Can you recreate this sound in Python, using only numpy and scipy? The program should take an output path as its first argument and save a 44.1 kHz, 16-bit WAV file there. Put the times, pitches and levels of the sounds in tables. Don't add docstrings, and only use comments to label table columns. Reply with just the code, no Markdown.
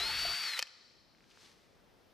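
import sys
import numpy as np
from scipy import signal
from scipy.fft import rfft, irfft
from scipy.io import wavfile
from scipy.ndimage import uniform_filter1d, map_coordinates

SR = 44100
rng = np.random.default_rng(int(sys.argv[2]) if len(sys.argv) > 2 else 0)


def how_loud(loudness_db):
    steps = np.asarray(loudness_db, float) / 20
    return 10 ** steps


def materialize(psi):
    bounded = np.clip(np.atleast_2d(psi).T, -1, 1)
    quanta = np.round(bounded * 32767).astype(np.int16)
    wavfile.write(sys.argv[1], SR, quanta)


N = 94109
T = np.arange(N) / SR
BIT_OUT_S, STOP_S, STOP_FADE_S = 0.344, 0.594, 0.003


def unit(x):
    return x / np.sqrt(np.mean(x ** 2) + 1e-30)


def on_hz(table, hz):
    a = np.array(table, float)
    return np.interp(np.log(hz + 1), np.log(a[:, 0]), a[:, 1])


def colour(x, table):
    hz = np.arange(N // 2 + 1) * SR / N
    return irfft(rfft(x) * how_loud(on_hz(table, hz)), N)


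def ring(x, peaks):
    out = 0
    for k, (hz, width, db) in enumerate(peaks):
        b, a = signal.iirpeak(hz, hz / width, SR)
        out = out + (-1) ** k * how_loud(db) * signal.lfilter(b, a, x)
    return out


def walk(rate):
    k = int(SR / rate)
    return unit(uniform_filter1d(uniform_filter1d(rng.standard_normal(N), k), k))


def until(end_s, fade_s):
    return 1 / (1 + np.exp(np.clip((T - end_s) / fade_s, -50, 50)))


def half_octaves(hz, centre):
    return np.clip(1 - np.abs(2 * np.log2(hz / centre + 1e-9)), 0, 1)


def breathing_bands(table, flicker_db, rate):
    spec = rfft(rng.standard_normal((2, N)))
    hz = np.arange(spec.shape[1]) * SR / N
    spec = spec * how_loud(on_hz(table, hz))
    out = 0
    for centre in 25 * 2 ** np.arange(0, 9.6, .5):
        band = irfft(spec * half_octaves(hz, centre), N)
        out = out + band * how_loud(flicker_db * walk(rate))
    return unit(out)


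def spread(mid, other):
    # pitch_hz, level_db
    diffuse = [(60, 3.5), (300, -5), (1400, -3), (2800, -6), (4500, -11), (6500, -6.5), (10000, -0.5)]
    side = colour(other, diffuse)
    return np.array([mid + side, mid - side])


def motor():
    # start_s, whine_hz, whine_level_db, rattle_level_db (the last holds until the stop)
    course = [
        (0.0, 3888, -37, -37),
        (0.056, 4266, -36.5, -40.5),
        (0.122, 4479, -41.5, -39),
        (0.236, 4538, -36, -39.5),
        (0.44, 4585, -40.5, -41.5),
        (0.526, 4160, -41, -45),
        (0.572, 3917, -45.5, -45.5),
        (0.577, 3894, -44, -40.5),
    ]
    multiples = [.5, 4, 6, 7, 9, 10, 11, 14, 15, 20, 21, 24, 25, 26, 27, 28, 30, 35, 36]
    multiple_db = [-27.5, -18, -17, -16, -24, -17, -23, -22, -16.5, -26, -32, -25, -32, -28, -35, -33, -28,
                   -33, -32]
    # pitch_hz, width_hz, level_db
    housing = [(1386, 73, 0.5), (1516, 69, 0), (1830, 49, -3), (1900, 76, 4.5), (2120, 110, -6),
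               (2310, 53, -3), (2500, 34, 0), (2683, 100, 0.5), (2905, 260, 1.5), (3540, 710, -0.5),
               (4370, 1180, -1.5), (5160, 250, -11)]
    # pitch_hz, level_db per Hz
    fan_colour = [(150, -32), (700, -19), (1300, -5), (2200, -4.5), (5500, -9.5), (6200, -16.5),
                  (13500, -26), (15300, -46)]
    # pitch_hz, level_db
    fan_apart = [(300, -1), (1000, -30), (4000, -17), (7000, -11), (12000, -2)]
    bars, teeth_per_s, rattle_db = 12, 2500, -4.5
    trigger_off_s, buzz_fade_s = 0.439, 0.044

    at, whine_hz, whine_db, load_db = np.array(course, float).T
    speed = np.interp(T, at, whine_hz) * (1 + .00015 * walk(70))
    turns = np.cumsum(speed) / SR / bars
    whine = np.sin(2 * np.pi * bars * turns) * how_loud(0.5 * walk(64))
    for k, db in zip(multiples, multiple_db):
        fade = 1
        if k < 1:
            fade = (T > BIT_OUT_S) * np.exp(-np.maximum(T - trigger_off_s, 0) / buzz_fade_s)
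        level = fade * how_loud(db + 0.59 * walk(49))
        whine = whine + level * np.sin(2 * np.pi * (k * turns + rng.random() + .012 * walk(42)))

    hits = rng.random(N) < teeth_per_s / SR
    teeth = hits * rng.standard_normal(N) * how_loud(2.8 * rng.exponential(size=N))
    same = map_coordinates(rng.standard_normal(256), [turns % 5 / 5 * 256], mode="grid-wrap")
    rattle = unit(ring(unit(teeth) + 0.59 * same, housing))
    slack = np.clip((T - BIT_OUT_S) / 0.1, 0, 1)
    chatter = unit(ring(teeth, [(1980, 420, 0)]))
    rattle = rattle + slack * how_loud(-rattle_db) * chatter

    fan, apart = breathing_bands(fan_colour, 1.5, 25)
    load = until(STOP_S, STOP_FADE_S) * how_loud(np.interp(T, at, load_db))
    singing = until(.581, 0.0018) * np.sqrt(2) * how_loud(np.interp(T, at, whine_db))
    tool = singing * whine + load * (how_loud(rattle_db) * rattle + fan)
    return tool, load * colour(apart, fan_apart)


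def bit():
    # pitch_hz, width_hz, level_db
    board_modes = [(422, 144, -5.5), (690, 32, 4), (885, 175, -6), (1330, 150, -28)]
    # start_s, level_db, pitch_hz, length_s
    snags = [
        (.004, -38.5, 700, 0.0064),
        (0.058, -44.5, 885, 0.017),
        (0.099, -43, 890, 0.017),
        (0.255, -43, 680, 0.0099),
        (0.306, -52, 690, 0.05),
        (0.596, -53, 510, 0.0072),
        (0.59, -47, 950, 0.004),
    ]
    # pitch_hz, level_db per Hz
    bench = [(18, -9), (30, 2), (45, -1), (70, -1), (130, -5.5), (350, -12), (600, -25.5)]
    hits = rng.random(N) < 500 / SR
    knocks = hits * rng.standard_normal(N) * how_loud(1.5 * rng.exponential(size=N))
    inside = until(BIT_OUT_S, 0.002)
    level = how_loud(-53 + 1.7 * walk(22) - 19 * np.minimum(T, 1))
    board = unit(ring(knocks, board_modes)) * level * (inside + 0.17 * (T < STOP_S))
    for s, db, hz, length in snags:
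        env = np.exp(-np.where(T < s, (s - T) / 0.0081, (T - s) / length))
        tone = np.sin(2 * np.pi * (hz * T + 0.091 * walk(86)))
        board = board + how_loud(db + 4.3 * walk(155)) * env * tone
    a, b = (unit(colour(rng.standard_normal(N) * how_loud(1.0 * walk(114)), bench)) for _ in range(2))
    rumble = np.array([1.07 * a + 0.74 * b, 1.32 * a - 0.81 * b])
    return board, inside * how_loud(-55.5) * rumble


def shop(x):
    # pitch_hz, t60_s
    shop_t60 = [(250, 0.43), (1000, 1.5), (2500, 1.32), (4500, 1.94), (5900, 1.7), (7500, 1.42),
                (14000, 0.3)]
    # pitch_hz, level_db
    shop_colour = [(300, 2), (1000, 1), (1900, -2.5), (3000, -4), (4000, 0.5), (4570, -4), (5200, -0.5),
                   (7000, -5)]
    spec = rfft(rng.standard_normal((2, N)))
    hz = np.arange(N // 2 + 1) * SR / N
    late = 0
    for centre in 125 * 2. ** np.arange(0, 7.6, .5):
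        band = irfft(spec * half_octaves(hz, centre), N)
        late = late + band * how_loud(-60 * T / on_hz(shop_t60, centre))
    late = late * (1 - np.exp(-T / 0.015))
    late = spread(late[0], 1.13 * late[1])
    early = rng.standard_normal(N) * how_loud(-60 * T / 0.067) * (T > .002)
    response = (how_loud(-20) * unit(late) + how_loud(-15.5) * unit(early)) / np.sqrt(N)
    return signal.fftconvolve(colour(x, shop_colour)[None], response, axes=1)[:, :N]


def room_hum():
    # pitch_hz, level_db per Hz
    hum_colour = [(25, -7.5), (90, -4), (200, -3), (370, -3.5), (1500, -13.5), (5500, -21), (7000, -32),
                  (15700, -31)]
    recover_s = 0.41
    duck = how_loud(-11.5 * np.exp(-np.maximum(T - STOP_S, 0) / recover_s))
    return spread(*breathing_bands(hum_colour, 1.17, 5.77)) * how_loud(-67) * duck


def clacks():
    # start_s, peak_db, rise_s, brightness_db, loudest_ring_hz
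    catches = [(0.5918, -39, 0.00092, -2, 1900), (0.5917, -25, 0.0002, 7.5, 4400),
               (0.5921, -21.5, 0.00034, 2, 3100), (0.5931, -26, 0.00035, 4.5, 4400),
               (0.5958, -32, 0.00018, 5, 3100), (0.5991, -30.5, 0.0002, 8.5, 2320),
               (0.6011, -31, 0.00027, -1, 3500), (0.613, -38, 0.0029, -1, 1670),
               (0.6204, -38.5, 0.0015, 7, 2610), (0.6258, -16.5, 0.00011, -11, 5450),
               (.626, -22.5, 0.00018, -14, 2580), (0.6276, -28, 0.00045, -1, 2060),
               (0.646, -56, 0.00089, -19, 3020), (0.6546, -50, 0.00037, -5, 4500),
               (0.671, -45, 0.0014, 0, 3700), (0.675, -43.5, 0.00054, -4, 3000)]
    # pitch_hz, level_db, t60_s
    lock = [(700, -24, .012), (1050, -18, .012), (1430, -9, .013), (1800, -2, .014), (2560, -1, .013),
            (3090, 0, .013), (4400, -2, .011), (5250, 0, .007), (5900, -6, .005), (7600, -6, .008)]
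    # pitch_hz, level_db per Hz
    crack_colour = [(300, -25), (1200, -7.5), (3000, -7.5), (5600, -6), (6800, -15), (12000, -20),
                    (15700, -26)]
    crack_s, crack_db, off_ring_db = 0.00084, -10.5, -14
    crack = unit(colour(rng.standard_normal(N), crack_colour))
    lags = rng.random(len(lock))
    rough = .05 * walk(1200)
    out = 0
    for s, db, rise, bright_db, near_hz in catches:
        before = np.exp(np.clip((T - s) / rise, -60, 0))
        after = np.maximum(T - s, 0)
        rings = 0
        for (hz, mode_db, t60), lag in zip(lock, lags):
            level = how_loud(mode_db + off_ring_db * np.log2(hz / near_hz) ** 2 - 60 * after / t60)
            rings = rings + level * np.sin(2 * np.pi * (hz * (T - s) + lag + rough))
        snap = how_loud(crack_db + bright_db) * crack * np.exp(-after / crack_s)
        out = out + how_loud(db) * before * (.5 * rings + snap)
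    thump = how_loud(-48.5) * np.exp(-((T - catches[9][0] - .001) / 0.00061) ** 2)
    return colour(out, [(150, -40), (450, 1.0)]) + thump


def sleeve():
    # pitch_hz, level_db per Hz
    cloth = [(400, -32), (900, -5), (2000, -4.5), (4300, -1.5), (5800, -4.5), (7000, -10.5), (12000, -22),
             (15700, -36)]
    # start_s, level_db
    rub = [
        (1.12, -79),
        (1.28, -71),
        (1.31, -64),
        (1.36, -65),
        (1.41, -59.5),
        (1.46, -59.5),
        (1.52, -63),
        (1.55, -68),
        (1.9, -81),
    ]
    # start_s, peak_db, pitch_hz
    ticks = [(.911, -58.5, 2390), (1.149, -57, 2200), (1.184, -59.5, 2000), (1.2064, -55.5, 2200),
             (1.224, -65, 2500), (1.229, -70, 2090), (1.241, -56, 2010), (1.242, -66, 6000),
             (1.31, -57, 3300), (1.311, -59, 5000), (1.315, -56, 2915), (1.334, -60, 2900),
             (1.374, -49.5, 1680)]
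    at, rub_db = np.array(rub, float).T
    level = how_loud(1.0 * walk(390) + np.interp(T, at, rub_db))
    a, b = breathing_bands(cloth, 0.46, 30) * level
    out = 0.72 * spread(a, 0.62 * b)
    for s, db, hz in ticks:
        d = np.maximum(T - s, 0) / .00042
        out = out + how_loud(db) * np.e * d * np.exp(-d) * np.sin(2 * np.pi * (hz * T + 0.17 * walk(1500)))
    return out


def scene():
    # pitch_hz, level_db
    wide = [(150, -4), (500, -8), (1200, -21), (2800, -15), (4500, -25), (9000, -10)]
    board, rumble = bit()
    drill, apart = motor()
    tool = drill + board + clacks()
    side = colour(irfft(1j * rfft(tool), N), wide) + apart
    near = colour(np.array([tool + side, tool - side]), [(20, -36), (120, -0.5)])
    return near + shop(tool) + rumble + room_hum() + sleeve()


def band_limit(x):
    return signal.sosfilt(signal.butter(12, 15870, fs=SR, output="sos"), x)


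def record(dry):
    # pitch_hz, level_db
    pan = [(60, 3), (250, 3.5), (700, 2.5), (1400, 0), (2800, 1.5), (4500, 4.5), (7000, 3), (11000, 0.5)]
    # pitch_hz, level_db
    edge = [(15500, 0), (15850, -70)]
    ceiling = 0.12
    half = np.array(pan, float) * [1, .5]
    ports = np.array([colour(dry[0], half), colour(dry[1], half * [1, -1])])
    mix = colour(ceiling * np.tanh(ports / ceiling), edge)
    return band_limit(mix)


dry = scene()
out = record(dry)
materialize(out)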